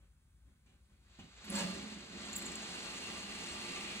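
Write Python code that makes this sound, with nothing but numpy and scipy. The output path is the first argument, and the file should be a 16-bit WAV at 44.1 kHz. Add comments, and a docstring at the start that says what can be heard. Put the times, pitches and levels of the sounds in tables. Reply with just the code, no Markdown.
"""Drawing a heavy drape

A few metres away in a carpeted room, soft steps and the taps of a pull wand sound over a low hum.
The cloth stirs, then a tug shakes the ceiling track and the gliders (the little runners that carry
the drape) break loose with a rush. They slow down, then rub along steadily while the track rumbles.
Metal hooks chink, and the folds rustle as they gather."""
import sys
import numpy as np
from scipy import signal
from scipy.fft import rfft, irfft, next_fast_len
from scipy.io import wavfile
from scipy.ndimage import uniform_filter1d

SR = 44100
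rng = np.random.default_rng(int(sys.argv[2]) if len(sys.argv) > 2 else 0)


def transcribe(u):
    """Save the signal u as a 16-bit wav file named by the first command-line argument.

    u: samples, shape (n,) or (channels, n), limited to [-1, 1]; the rate is SR.
    q: integer samples, one column per channel.
    """
    v = np.clip(np.atleast_2d(u).T, -1, 1)
    q = np.round(v * 32767).astype(np.int16)
    wavfile.write(sys.argv[1], SR, q)


N = 176400
TIME = np.arange(N) / SR

SLIPS_PER_S, SLIP_SPREAD_DB = 5000, 3
FIBRES_PER_S, FIBRE_SPREAD_DB = 20000, 2

# How loudly the gliders rub in the track. Each row: time in seconds, level in dB.
GLIDER_LEVEL = [(1.0, -100), (1.4, -72), (1.5, -56), (1.55, -42.5), (1.61, -41.5), (1.66, -48), (1.76, -54),
                (2.05, -63), (2.2, -57), (2.38, -53), (2.62, -53), (2.75, -50), (3.15, -50), (3.27, -52.5),
                (3.36, -49.5), (3.75, -49.5), (4, -50)]
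# Their tone colour (how strong the lows and highs are). Each row: frequency in Hz, level in dB.
GLIDER_COLOUR = [(100, -10), (300, 0), (650, 1), (1100, -2), (2000, 0), (2700, 1), (4300, -2), (5600, -6),
                 (7600, -7), (9500, -12), (12500, -19), (15500, -26)]


def from_db(db):
    """Turn decibels into a number to multiply a sound by."""
    return 10 ** (np.asarray(db) / 20)


def rms_one(x):
    """Scale a signal so that its average strength (rms) is 1."""
    return x / np.sqrt(np.mean(x ** 2) + 1e-20)


def in_time(rows):
    """Join rows of seconds and dB into a volume curve."""
    return from_db(np.interp(TIME, *np.transpose(rows)))


def at_hz(points, hz):
    """Read between rows of Hz and dB, giving every octave the same space."""
    frequencies, levels = np.transpose(points)
    return np.interp(np.log(np.maximum(hz, 1)), np.log(frequencies), levels)


def coloured(x, colour):
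    """Give a sound a tone colour; the result has strength 1."""
    gains = from_db(at_hz(colour, np.fft.rfftfreq(N, 1 / SR)))
    return rms_one(irfft(rfft(x) * gains, N))


def flutter(depth_db, rate_hz=45):
    """A volume curve that wavers at random, like an uneven sliding contact."""
    lowpass = signal.butter(2, rate_hz, fs=SR, output="sos")
    wobble = rms_one(signal.sosfilt(lowpass, rng.standard_normal(N)))
    return rms_one(from_db(depth_db * wobble))


def grains(per_s, spread_db):
    """Tiny impacts of uneven size at random moments."""
    sizes = from_db(spread_db * np.minimum(rng.exponential(1, N), 5))
    signs = rng.choice([-1, 1], N)
    return sizes * signs * (rng.random(N) < per_s / SR) + 1e-18


def resonate(x, modes):
    """Make a sound ring at an object's own notes (modes); narrow ones ring longer."""
    out = 0
    for k, (hz, width, db) in enumerate(modes):
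        radius = np.exp(-np.pi * width / SR)
        angle = 2 * np.pi * min(hz / SR, .45)
        ring = signal.lfilter([1, 0, -1], [1, -2 * radius * np.cos(angle), radius * radius], x)
        out = out + (-1) ** k * from_db(db) * rms_one(ring)
    return rms_one(out)


def bursts(hits, decay_s):
    """A volume curve that jumps up at each hit and dies away."""
    return sum(from_db(db) * (TIME > s) * np.exp(-np.clip((TIME - s) / decay_s, 0, 20)) for s, db in hits)


def room_tone():
    """Ventilation makes a low rush of air, and the mains supply hums."""
    # Colour of the air noise. Each row: frequency in Hz, level in dB.
    colour = [(20, -44), (40, -5), (58, 8), (100, -6.5), (170, -11), (300, -22.5), (600, -31.5),
              (1500, -29), (3000, -34.5), (5000, -38), (10000, -34.5), (15500, -41.5)]
    air_db, hum_db, hum_hz = -65.5, -81.5, 63
    air = from_db(air_db) * coloured(rng.standard_normal(N), colour)
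    return air + from_db(hum_db) * np.sqrt(2) * np.sin(2 * np.pi * hum_hz * TIME)


def steps():
    """A shoe lands with a dull thud and brushes the carpet."""
    # Steps and shuffles. Each row: start in seconds, thud in dB, scuff in dB, length in seconds.
    footfalls = [(.0, -78, -74.5, 0.035), (0.457, -73.5, -79, 0.065), (0.659, -74, -75.5, 0.091),
                 (0.895, -73, -74.5, 0.03), (1.188, -53, -58.5, 0.011), (1.233, -61.5, -91, 0.012)]
    # Colours of the thud and the scuff. Each row: frequency in Hz, level in dB.
    thud_colour = [(30, -18), (70, 3), (130, -1), (205, 9), (330, -2.5), (500, -16), (800, -16),
                   (1400, -34), (8000, -39)]
    scuff_colour = [(200, 10), (800, 4), (1500, 3.5), (2900, 3), (5000, -9), (7700, -6.5), (9500, -21),
                    (15000, -34)]
    attack_s, decay_s = 0.00056, 0.034
    thud = coloured(rng.standard_normal(N), thud_colour)
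    scuff = coloured(rng.standard_normal(N), scuff_colour)
    out = 0
    for start, thud_db, scuff_db, length in footfalls:
        rise = np.clip((TIME - start) / attack_s, 0, 1)
        fall = np.exp(-np.clip((TIME - start - length) / decay_s, 0, 20))
        out = out + rise * fall * (from_db(thud_db) * thud + from_db(scuff_db) * scuff)
    return out


def wand():
    """The pull wand taps the top of the drape, and the rod rattles briefly."""
    # The taps. Each row: start in seconds, level in dB.
    taps = [(0.661, -67), (0.69, -73), (0.735, -80), (1.194, -54.5)]
    # The rod's notes. Each row: pitch in Hz, width in Hz, level in dB.
    modes = [(820, 110, -11), (1510, 400, -11), (2270, 340, 1), (2925, 82, 2), (3400, 200, -5),
             (4110, 260, -1.5), (6000, 500, -7), (7500, 690, -5)]
    return bursts(taps, decay_s=0.018) * resonate(rng.standard_normal(N), modes)


def cloth():
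    """Countless fibres rub as the folds slide over each other."""
    # Loudness of the rubbing. Each row: time in seconds, level in dB.
    level = [(0, -100), (.97, -80.5), (1.15, -64), (1.21, -64.5), (1.28, -64), (1.42, -56), (1.52, -49.5),
             (1.6, -63), (1.72, -50.5), (1.88, -51.5), (2.07, -55), (2.18, -50), (2.4, -48.5), (2.8, -49),
             (3.3, -52), (3.8, -50), (4, -51)]
    # Its colour. Each row: frequency in Hz, level in dB.
    colour = [(150, -24), (500, -0.5), (1200, -0.5), (2000, 2), (2800, 1), (4200, 2.5), (5300, -7),
              (7700, -4.5), (9000, -27), (15000, -76)]
    return in_time(level) * flutter(depth_db=1.8) * coloured(grains(FIBRES_PER_S, FIBRE_SPREAD_DB), colour)


def carrier():
    """The lead carrier, which pulls the drape, takes up the load in hollow, ringing knocks."""
    # The knocks. Each row: start in seconds, level in dB, pitch in Hz, decay in seconds.
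    knocks = [(1.191, -53, 800, .007), (1.528, -49, 575, .025), (1.572, -42, 932, .02),
              (1.59, -44, 568, .05)]
    attack_s = 0.0098
    out = 0
    for start, db, hz, decay_s in knocks:
        age = np.clip(TIME - start, 0, 1)
        shape = 2 * (1 - np.exp(-age / attack_s)) * np.exp(-age / decay_s)
        out = out + from_db(db) * shape * np.sin(2 * np.pi * hz * age)
    return out


def clatter():
    """The wand's rod gives one sharp tick, then gliders clack together as the slack is taken up; each clack is
    a spray of tiny hard contacts."""
    # The clacks. Each row: start in seconds, level in dB.
    clacks = [(1.194, -61), (1.521, -49), (1.535, -48), (1.556, -41), (1.587, -42)]
    # Their colour. Each row: frequency in Hz, level in dB.
    colour = [(1000, -12), (3000, -1), (5500, -1), (7500, -2), (10000, -5), (12500, -13), (15000, -10)]
    return bursts(clacks, decay_s=.014) * coloured(grains(SLIPS_PER_S, SLIP_SPREAD_DB), colour)


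def track():
    """The drape's weight bumps along and shakes track and ceiling, harder where a glider catches."""
    # Loudness of the rumble. Each row: time in seconds, level in dB.
    level = [(0, -110), (1.0, -80.5), (1.38, -77), (1.46, -59.5), (1.51, -44), (1.62, -48.5), (1.75, -49.5),
             (1.9, -50), (2.06, -57.5), (2.17, -52.5), (2.32, -52.5), (2.45, -49.5), (2.8, -56.5),
             (3.25, -53), (3.7, -53.5), (4, -52)]
    # Low notes of track and ceiling. Each row: pitch in Hz, width in Hz, level in dB.
    modes = [(72.3, 12, -9.5), (129, 18, -10.5), (178.4, 17.7, -2), (209.6, 13, 3.5), (228, 29, -2),
             (265, 16, -3.5), (305.7, 10, -9), (352, 9.5, -4.5), (397, 16, -10.5), (448, 15, -10.5),
             (585, 16, -16)]
    # Moments when a glider catches. Each row: time in seconds, extra rumble in dB.
    catches = [(1.772, 4), (1.842, 4), (1.974, 5), (2.155, 4), (3.099, 4), (3.70, 4)]
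    catch_width_s, cutoff_hz = .016, 900
    shake = resonate(grains(per_s=830, spread_db=-1.5), modes)
    shake = signal.sosfilt(signal.butter(2, cutoff_hz, fs=SR, output="sos"), shake)
    even_shake = shake / np.sqrt(uniform_filter1d(shake ** 2, size=3000) + 1e-9)
    thumps_db = sum(db * np.exp(-((TIME - s) / catch_width_s) ** 2) for s, db in catches)
    return in_time(level) * from_db(thumps_db) * even_shake


def judder():
    """The tugged track shudders in one rough, low note that sags as the drape starts to move."""
    # The path of the note. Each row: time in seconds, level in dB, pitch in Hz.
    note = [(1.41, -75, 215), (1.475, -57, 215), (1.505, -44.5, 200), (1.53, -46, 198), (1.565, -42, 203),
            (1.61, -46, 188), (1.64, -41, 178), (1.67, -48, 182), (1.70, -43.5, 186), (1.75, -59, 195),
            (1.85, -100, 200)]
    times, db, hz = np.transpose(note)
    phase = 2 * np.pi * np.cumsum(np.interp(TIME, times, hz)) / SR
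    volume = from_db(np.interp(TIME, times, db)) * (TIME > times[0])
    return volume * flutter(depth_db=2.5) * np.sqrt(2) * np.sin(phase)


def hooks():
    """Each chink is a few milliseconds of metal chattering on metal, then a faint loose rattle."""
    # The chinks. Each row: start in seconds, level in dB, length in seconds, pitch in Hz.
    chinks = [(1.446, -60.5, .008, 11500), (1.499, -40.5, 0.0024, 10480), (1.522, -52, 0.007, 7500),
              (1.553, -40, 0.007, 7800), (1.586, -42, 0.0046, 7700), (2.33, -44, .006, 7350),
              (2.3543, -43, 0.01, 7850), (2.362, -37, 0.0045, 7600), (2.361, -45, .007, 14650),
              (2.378, -46.5, .009, 11930), (2.422, -47, .005, 7800), (2.4555, -44, 0.0058, 7600),
              (2.463, -43.5, .004, 7400), (2.516, -51, .004, 7950), (2.5536, -42, 0.0034, 7580)]
    # A hook's notes. Each row: multiple of its pitch, width in Hz, level in dB.
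    modes = [(.93, 300, -3), (1.0, 200, 0), (1.12, 1500, -12), (1.89, 600, -18)]
    contacts_per_s, chatter_decay_s = 4000, .003
    rattle_db, rattle_decay_s = -13, 0.037
    out, t = np.zeros(N + SR), TIME[:SR // 10]
    rattle = from_db(rattle_db) * np.exp(-t / rattle_decay_s)
    for start, db, length, hz in chinks:
        contacts = rng.standard_normal(len(t)) * (rng.random(len(t)) < contacts_per_s / SR) + 1e-18
        chatter = np.exp(-np.maximum(t - length, 0) / chatter_decay_s)
        tuned_modes = [(ratio * hz, width, level) for ratio, width, level in modes]
        ring = resonate(contacts * (chatter + rattle), tuned_modes)
        ring *= np.sqrt((length + chatter_decay_s) / t[-1])   # strength near 1 during the chatter
        first = int(start * SR)
        out[first:first + len(t)] += from_db(db) * ring
    return out[:N]


def gliders():
    """The gliders stick and slip, making the hollow rail ring and adding a dry, high squeak."""
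    # Notes of the rail and of the squeak. Each row: pitch in Hz, width in Hz, level in dB.
    rail_modes = [(351, 26, -3), (454, 34, -9.5), (662, 81, -3), (844, 34, -0.5), (1173, 26, -1.5),
                  (1610, 8.3, -16), (1975, 18, 2.5), (2340, 87, -8), (2750, 144, 9), (2960, 9.2, -19),
                  (3310, 20, -15), (3490, 28, 1), (4200, 82, 8), (4800, 18, -1)]
    squeak_modes = [(5950, 680, -3), (6900, 250, 1.5), (7500, 69, 0), (7980, 210, -4), (8460, 52, -1),
                    (9900, 1800, -7.5)]
    rail_db, squeak_db = -0.5, -9.5   # compared with the rubbing
    swell_hz = 11
    rubbing = coloured(grains(SLIPS_PER_S, SLIP_SPREAD_DB), GLIDER_COLOUR)
    slips = grains(SLIPS_PER_S, SLIP_SPREAD_DB)
    ringing = 0
    for hz, width, db in rail_modes:
        swell = flutter(depth_db=3.5, rate_hz=swell_hz)   # each note comes and goes on its own
        ringing = ringing + from_db(db) * swell * resonate(slips, [(hz, width, 0)])
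    squeak = flutter(depth_db=4, rate_hz=swell_hz) * resonate(slips, squeak_modes)
    sliding = rubbing + from_db(rail_db) * rms_one(ringing) + from_db(squeak_db) * squeak
    return in_time(GLIDER_LEVEL) * flutter(depth_db=1.6) * sliding


def ticks():
    """Single gliders tap the rail at random, harder when the sliding is louder."""
    tick_db = -12   # compared with the rubbing
    taps = coloured(grains(per_s=22, spread_db=2.5), GLIDER_COLOUR)
    return from_db(tick_db) * in_time(GLIDER_LEVEL) * taps


def jolt():
    """The gliders knock against the rail and each other as they break loose; the lead carrier rings."""
    # Colour of the knocking. Each row: frequency in Hz, level in dB.
    colour = [(150, -22), (400, -6), (590, -1), (800, -4), (1100, 0), (1600, -3), (3000, -5), (5500, -6),
              (8000, -12), (11000, -16), (15000, -23)]
    # The carrier's notes. Each row: pitch in Hz, width in Hz, level in dB.
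    carrier_modes = [(553, 24, 0), (675, 44, -4), (800, 56, -17), (926, 25, -13), (1160, 150, -9),
                     (1486, 56, -7), (1670, 19, -5)]
    peak_s, attack_s, hold_s, decay_s = 1.547, 0.021, 0.017, 0.12
    knocks_per_s, spread_db = 2600, 1.5
    jolt_db, ring_db = -47, -0.5   # the ring is compared with the knocks
    rise = (TIME - peak_s) / attack_s
    fall = (peak_s + hold_s - TIME) / decay_s
    swell = np.exp(np.clip(np.minimum(rise, fall), -20, 0))
    knocks = coloured(grains(knocks_per_s, spread_db), colour)
    ringing = from_db(ring_db) * resonate(grains(knocks_per_s, spread_db), carrier_modes)
    return from_db(jolt_db) * swell * (knocks + ringing)


def bunching():
    """Folds press together and rustle as the drape gathers at the end of the track."""
    # Loudness of the rustle. Each row: time in seconds, level in dB.
    level = [(1.0, -100), (2.3, -76), (3.0, -60), (3.6, -53.5), (3.76, -49), (3.88, -47), (4, -53.5)]
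    # Its colour. Each row: frequency in Hz, level in dB.
    colour = [(800, -13), (1700, -12), (2200, 0.5), (2750, 2.5), (3200, -4), (4000, -5), (8000, -50)]
    return in_time(level) * coloured(grains(FIBRES_PER_S, FIBRE_SPREAD_DB), colour)


def room(x, echo_db=0):
    """Sound reaches the left side first, and each side gets its own short wash of echoes."""
    # Echoes compared with the direct sound. Each row: frequency in Hz, level in dB.
    echo_colour = [(100, -20), (220, -17.5), (550, 5.5), (1500, -2.5), (3500, 5.5), (6000, -3.5),
                   (8000, -25), (15000, -58)]
    # Left-right balance. Each row: frequency in Hz, left minus right in dB.
    balance = [(60, 2.2), (200, -2.8), (500, -4.5), (1000, -1.4), (2000, 0.9), (4000, 0), (12000, 0)]
    fade_s, right_lag_s = 0.22, 0.00012   # the echoes fall by 60 dB in fade_s
    size = next_fast_len(N + SR // 2)
    hz, t = np.fft.rfftfreq(size, 1 / SR), TIME[:SR // 2]
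    tails = rng.standard_normal((2, len(t))) * np.exp(-np.log(1000) * t / fade_s)
    tails /= np.sqrt(np.sum(tails ** 2, axis=1, keepdims=True))
    direct = np.exp(-2j * np.pi * hz * right_lag_s * np.array([[0], [1]]))
    echo_gain = from_db(at_hz(echo_colour, hz) + echo_db)
    response = (direct + echo_gain * rfft(tails, size)) / np.sqrt(1 + echo_gain ** 2)
    pan = from_db(at_hz(balance, hz) * np.array([[.5], [-.5]]))
    return irfft(rfft(x, size) * pan * response, size)[:, :N]


def scene():
    """All the sounds together; the drape is heard from several places, each with its own echoes."""
    places = 3
    drape = sum(room(cloth() + gliders() + ticks() + jolt() + bunching()) for _ in range(places))
    low_sounds = room(track() + judder() + steps() + room_tone())
    knocks = room(carrier(), echo_db=-8)
    chinks_and_taps = room(hooks() + wand(), echo_db=-1)
    return drape / np.sqrt(places) + low_sounds + knocks + chinks_and_taps


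def record(dry):
    """A steep filter cuts off the very highest treble."""
    cutoff_hz = 15700
    return signal.sosfilt(signal.ellip(10, .2, 80, cutoff_hz, fs=SR, output="sos"), dry)


dry = scene()
out = record(dry)
transcribe(out)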